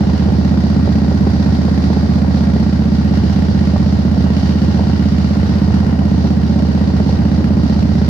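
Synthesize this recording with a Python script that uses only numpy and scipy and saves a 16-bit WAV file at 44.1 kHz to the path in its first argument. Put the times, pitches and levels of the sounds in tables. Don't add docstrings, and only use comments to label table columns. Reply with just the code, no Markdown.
import sys
import numpy as np
from scipy import signal
from scipy.fft import rfft, irfft, next_fast_len
from scipy.io import wavfile
from scipy.ndimage import uniform_filter1d

SR = 44100
rng = np.random.default_rng(int(sys.argv[2]) if len(sys.argv) > 2 else 0)


def wav_record(signal):
    frames = np.transpose(np.atleast_2d(signal))
    bounded = np.clip(frames, -1, 1)
    quanta = np.round(bounded * 32767).astype(np.int16)
    wavfile.write(sys.argv[1], SR, quanta)


N = 356769
TIME_S = np.arange(N) / SR
FFT_SIZE = next_fast_len(N + SR // 2)
FREQ_HZ = np.maximum(np.arange(FFT_SIZE // 2 + 1) * SR / FFT_SIZE, 1e-3)


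def undb(db):
    return 10 ** (np.asarray(db) / 20)


def level(x, rms_db):
    return x * undb(rms_db) / np.sqrt(np.mean(x ** 2))


def curve(points):
    return np.interp(TIME_S, *np.transpose(points))


def filtered(x, response):
    return irfft(rfft(x, FFT_SIZE) * response, FFT_SIZE)[..., :N]


def colour(points):
    hz, db = np.transpose(points)
    cepstrum = irfft(np.log(undb(np.interp(np.log(FREQ_HZ), np.log(hz), db))))
    cepstrum[1:FFT_SIZE // 2] *= 2
    cepstrum[FFT_SIZE // 2 + 1:] = 0
    return np.exp(rfft(cepstrum))


def resonance(hz, width_hz):
    return 1 / (1 + 1j * (FREQ_HZ / hz - hz / FREQ_HZ) * hz / width_hz)


def clicks(times_s, sizes):
    return np.bincount(np.clip(times_s * SR, 0, N).astype(int), sizes, N + 1)[:N]


def bursts(times_s, sizes, decay_s):
    return signal.lfilter([1], [1, -np.exp(-1 / (decay_s * SR))], clicks(times_s, sizes))


def scatter(events, spread_db):
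    return undb(spread_db * rng.standard_normal(len(events)))


def sway(rate_hz):
    hold = int(SR / rate_hz)
    steps = np.repeat(rng.standard_normal(N // hold + 1), hold)
    return 1.7 * uniform_filter1d(uniform_filter1d(steps, hold), hold)[:N]


def pan(x, right_db):
    return x * undb(np.array([[-right_db], [right_db]]) / 2)


def from_below(x, right_db):
    lead_s, echo_s, echo_db = 0.00024, 0.004, -17.5
    direct = np.exp(2j * np.pi * FREQ_HZ * lead_s)
    echo = undb(echo_db) * np.exp(-2j * np.pi * FREQ_HZ * echo_s)
    return pan(np.array([filtered(x, direct + echo), x]), right_db)


def crank(phase_cycles):
    # time_s, cycle_rate_hz
    speed = [(0.0, 15.905), (0.79, 15.78), (2.37, 15.875), (2.57, 15.528), (2.96, 15.646), (3.16, 15.983),
             (3.55, 16.071), (3.75, 15.802), (5.33, 16.023), (5.52, 16.221), (6.51, 15.677), (6.71, 15.931),
             (7.5, 15.771), (7.7, 15.531), (8.09, 15.739)]
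    cycles = np.cumsum(curve(speed)) / SR - 0.11
    return np.interp(np.arange(int(cycles[-1]) + 1) + phase_cycles, cycles, TIME_S, right=2 * N / SR)


def road_rumble():
    # freq_hz, gain_db
    spectrum = [(15, -8.5), (35, -16), (55, -13), (85, -2.5), (130, 2.5), (220, 6.5), (320, 2.5),
                (500, -7.5), (900, -11.5), (2000, -63.5)]
    rumble = level(filtered(rng.standard_normal((3, N)), colour(spectrum)), 0)
    return from_below(rumble[0], right_db=2.6) * undb(-32) + rumble[1:] * undb(-24.5)


def gravel(treble_db):
    # freq_hz, gain_db
    spectrum = [(1000, 10.5), (4000, 24.5), (7000, 7), (9000, -17.5), (12000, -3.5), (15500, -6.5)]
    # start_s, relative_db
    stones = [(0.9278, -36), (1.55, -39), (3.689, -47), (5.473, -38), (6.1115, -37), (7.8291, -36)]
    count = 9000
    patches_db = 4.5 * sway(rate_hz=20)
    sides = []
    for _ in range(2):
        sizes = undb(4.6 * np.minimum(rng.exponential(size=count), 6)) * rng.choice([-1, 1], count)
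        sides.append(clicks(rng.uniform(0, N / SR, count), sizes))
    chip = rng.standard_normal(SR // 100) * np.exp(-TIME_S[:SR // 100] / 0.00077)
    crunch = filtered(np.array(sides), colour(spectrum) * rfft(chip, FFT_SIZE))
    start_s, relative_db = np.transpose(stones)
    cracks = bursts(start_s, undb(relative_db - 7), decay_s=0.0017) * rng.standard_normal((2, N))
    return level(crunch, -64 + 1.8 * treble_db + patches_db) + filtered(cracks, colour(spectrum))


def pops_and_knocks():
    # start_s, level_db, pitch_hz
    hard = [(0.762, -17, 576), (0.875, -11, 536), (1.116, -13.5, 522), (1.268, -11, 522), (1.682, -17, 654),
            (1.901, -16, 624), (1.968, -15.5, 568), (2.561, -15.5, 522), (3.759, -15, 790),
            (4.262, -20, 850), (4.792, -14, 620), (6.247, -14.5, 541), (6.6, -17, 581), (6.999, -12, 600),
            (7.091, -18, 720), (7.407, -17, 540), (8.015, -13.5, 560)]
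    light_count, spread_db, spread_oct = 18, 2, 0.19
    attack_s, decay_s = 0.00085, 0.0037
    size, pitch = rng.standard_normal((light_count, 2)).T
    light_s = rng.uniform(0, N / SR, light_count)
    light = list(zip(light_s, -21 + spread_db * size, 624 * 2 ** (spread_oct * pitch)))
    out, t = np.zeros(N + SR), TIME_S[:SR // 20]
    for start_s, level_db, pitch_hz in hard + light:
        phase = 2 * np.pi * pitch_hz * t
        ring = np.sin(phase) + 0.51 * np.sin(1.45 * phase) + 1.25 * np.sin(0.74 * phase)
        ring *= (1 - np.exp(-t / attack_s)) ** 2 * np.exp(-t / decay_s)
        i = int(start_s * SR)
        out[i:i + len(t)] += undb(level_db) * ring / abs(ring).max()
    return from_below(out[:N], right_db=1)


def valve_gear(treble_db):
    # phase_cycles, relative_db
    tappets = [(0, -7.5), (.22, -15), (.32, -16.5), (0.45, -8.5), (0.49, -17.5), (.69, -9), (.93, -21)]
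    # freq_hz, gain_db
    clatter_spectrum = [(500, -18), (900, -1), (1250, -4.5), (1500, -0.5), (2000, -6), (2300, -8.5),
                        (2900, -14.5), (3400, -21), (4500, -24), (8000, -42.5)]
    # centre_hz, width_hz, gain_db
    metal_modes = [(1161, 50, 3.5), (1388, 67, 4.5), (1878, 44, 7), (2000, 20, -6.5), (4726, 84, -2.5),
                   (6700, 170, -20.5)]
    # time_s, level_db
    cover_levels = [(0, -47.5), (1.5, -59), (2.7, -52), (3.3, -46), (3.9, -51), (4.45, -43.5), (5.6, -49),
                    (6.2, -49.5), (8, -49)]
    # freq_hz, gain_db
    hiss_spectrum = [(2000, -13), (3200, -7), (3900, -2), (4700, 0.5), (5200, -3.5), (5750, -4.5),
                     (6300, -13), (6800, -14), (7500, -23.5), (9500, -30.5), (15000, -37.5)]
    strikes = np.zeros(N)
    for phase_cycles, relative_db in tappets:
        times_s = crank(phase_cycles)
        strikes += bursts(times_s, undb(relative_db) * scatter(times_s, spread_db=3), decay_s=0.0096)
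    strikes = uniform_filter1d(strikes, size=130)
    clatter, metal, covers, hiss = (rng.standard_normal((2, N)) * (strikes + rustle)
                                    for rustle in (0.34, 0.45, 0.36, 0.58))
    clatter = level(filtered(clatter, colour(clatter_spectrum)), -38.37)
    metal_ring = sum(undb(db) * resonance(hz, width_hz) for hz, width_hz, db in metal_modes)
    metal = level(filtered(metal, metal_ring), -41.7)
    cover_ring = resonance(2840, width_hz=90) + resonance(3037, width_hz=50)
    covers = level(filtered(covers, cover_ring), curve(cover_levels))
    hiss = level(filtered(hiss, colour(hiss_spectrum)), -39.63 + 0.77 * sway(rate_hz=16))
    return (pan(clatter + metal, right_db=-0.9) + pan(hiss, right_db=3.5)) * undb(treble_db) + covers


def gas_rasp(front_s, rear_s, burn_strength):
    # freq_hz, gain_db
    spectrum = [(60, -40), (150, -16), (280, 7.5), (420, -2), (600, -3.5), (820, -4.5), (1100, -13),
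                (1600, -19.5), (3000, -53)]
    puffs = bursts(front_s + 0.0021, scatter(front_s, spread_db=4), decay_s=0.0018)
    rear_sizes = (0.29 + 0.4 * burn_strength) * scatter(rear_s, spread_db=5.5)
    puffs += bursts(rear_s, rear_sizes, decay_s=0.0052)
    turbulence = (puffs + 0.8) * rng.standard_normal((3, N))
    rasp = level(filtered(turbulence, colour(spectrum)), 2.5)
    return from_below(rasp[0], right_db=0.5) + rasp[1:]


def side_panel(front_s, rear_s):
    taps = clicks(front_s + 0.00194, scatter(front_s, spread_db=4.5))
    taps += clicks(rear_s - 0.0008, undb(2) * scatter(rear_s, spread_db=1.5))
    ring = filtered(taps, resonance(790, width_hz=100) * resonance(810, width_hz=1100))
    return pan(level(ring, -10.5), right_db=-3.5)


def front_bark(front_s):
    envelope = bursts(front_s + 0.0022, scatter(front_s, spread_db=2.5), decay_s=0.002)
    rush = envelope * rng.standard_normal((2, N))
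    return level(filtered(rush, resonance(1300, width_hz=1800) ** 2), -47)


def rear_burns(times_s):
    # first_miss_s, last_miss_s
    lope = [(0.04, 0.29), (1.17, 1.43), (3.2, 3.33), (4.02, 4.14), (4.58, 5.09), (5.33, 5.83), (6.9, 7.28),
            (7.79, 7.92)]
    miss_loss, regained_share = 0.93, 0.34
    stumble_chance, stumble_loss = 0.17, 0.95
    lost = stumble_loss * (rng.random(len(times_s)) < stumble_chance)
    for spell in lope:
        first, last = (np.argmin(abs(times_s - miss_s)) for miss_s in spell)
        lost[first:last + 2] = 0
        lost[first:last + 1:2] = miss_loss
    regained = regained_share * np.r_[0, lost[:-1]]
    return (1 - lost + regained) * scatter(times_s, spread_db=0.07)


def pipe(times_s, sizes, modes):
    highpass_hz, lowpass_hz = 52, 1400
    s = 1j * FREQ_HZ / highpass_hz
    mouth = (s * s / (s * s + s + 1)) ** 2
    rounding = 1 / (1 + 1j * FREQ_HZ / lowpass_hz) ** 2
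    ring = sum(polarity * undb(db) * resonance(hz, width_hz) for hz, width_hz, db, polarity in modes)
    period_s = np.median(np.diff(times_s))
    return filtered(clicks(times_s, sizes * period_s * SR), ring * mouth * rounding)


def exhaust():
    # centre_hz, width_hz, gain_db, polarity
    front_modes = [(78.7, 14.8, -16.5, -1), (80.7, 26.1, -20.5, 1), (139.8, 23.1, -29.5, 1),
                   (204.7, 28.8, -20.5, -1), (220.83, 14.9, -24, 1), (267.9, 5, -27.5, -1),
                   (278, 70, -36, 1), (588.7, 30, -43.5, -1)]
    # centre_hz, width_hz, gain_db, polarity
    rear_modes = [(101, 99, -34, 1), (120.85, 10.65, -24, -1), (175, 30.3, -32.5, -1)]
    # centre_hz, width_hz, gain_db, polarity
    burn_modes = [(79.6, 17.8, -28, -1), (107.5, 28.7, -25.5, 1), (127.2, 17.5, -32, -1),
                  (151.5, 39, -33, 1), (230.6, 46.4, -31.5, -1)]
    # time_s, gain_db
    rasp_gain = [(0, -32.5), (.85, -35), (1.2, -35), (2.45, -32.5), (2.75, -39.5), (3.2, -35), (4.0, -35),
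                 (4.55, -35.5), (4.8, -32.5), (5.1, -39.5), (5.65, -32), (6.3, -34.5), (7.75, -33.5),
                 (8.09, -40)]
    front_s, burn_s, rear_s = crank(-0.033), crank(0.409), crank(0.450)
    burn_strength = rear_burns(rear_s)
    burn_s += 0.0003 * rng.standard_normal(len(burn_s))
    beat = pipe(front_s, scatter(front_s, spread_db=0.3), front_modes)
    beat += pipe(rear_s, scatter(rear_s, spread_db=1.9), rear_modes)
    beat += pipe(burn_s, burn_strength, burn_modes)
    beat = from_below(beat, right_db=3) * undb(-0.34)
    rasp_and_panel = gas_rasp(front_s, rear_s, burn_strength) + side_panel(front_s, rear_s)
    return beat + rasp_and_panel * undb(curve(rasp_gain)) + front_bark(front_s)


def scene():
    # time_s, relative_db
    treble = [(0, -0.4), (2.0, 1.1), (2.8, -0.3), (3.4, 1), (4.1, -0.5), (4.4, 0.8), (5.7, 1), (5.9, -0.8),
              (6.6, -1), (6.9, 0.4), (7.5, -1), (8.09, 0.7)]
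    treble_db = curve(treble)
    return exhaust() + valve_gear(treble_db) + pops_and_knocks() + gravel(treble_db) + road_rumble()


def record(dry):
    cutoff_hz = 15500
    return signal.sosfilt(signal.ellip(10, 0.1, 80, cutoff_hz, fs=SR, output="sos"), dry)


dry = scene()
out = record(dry)
wav_record(out)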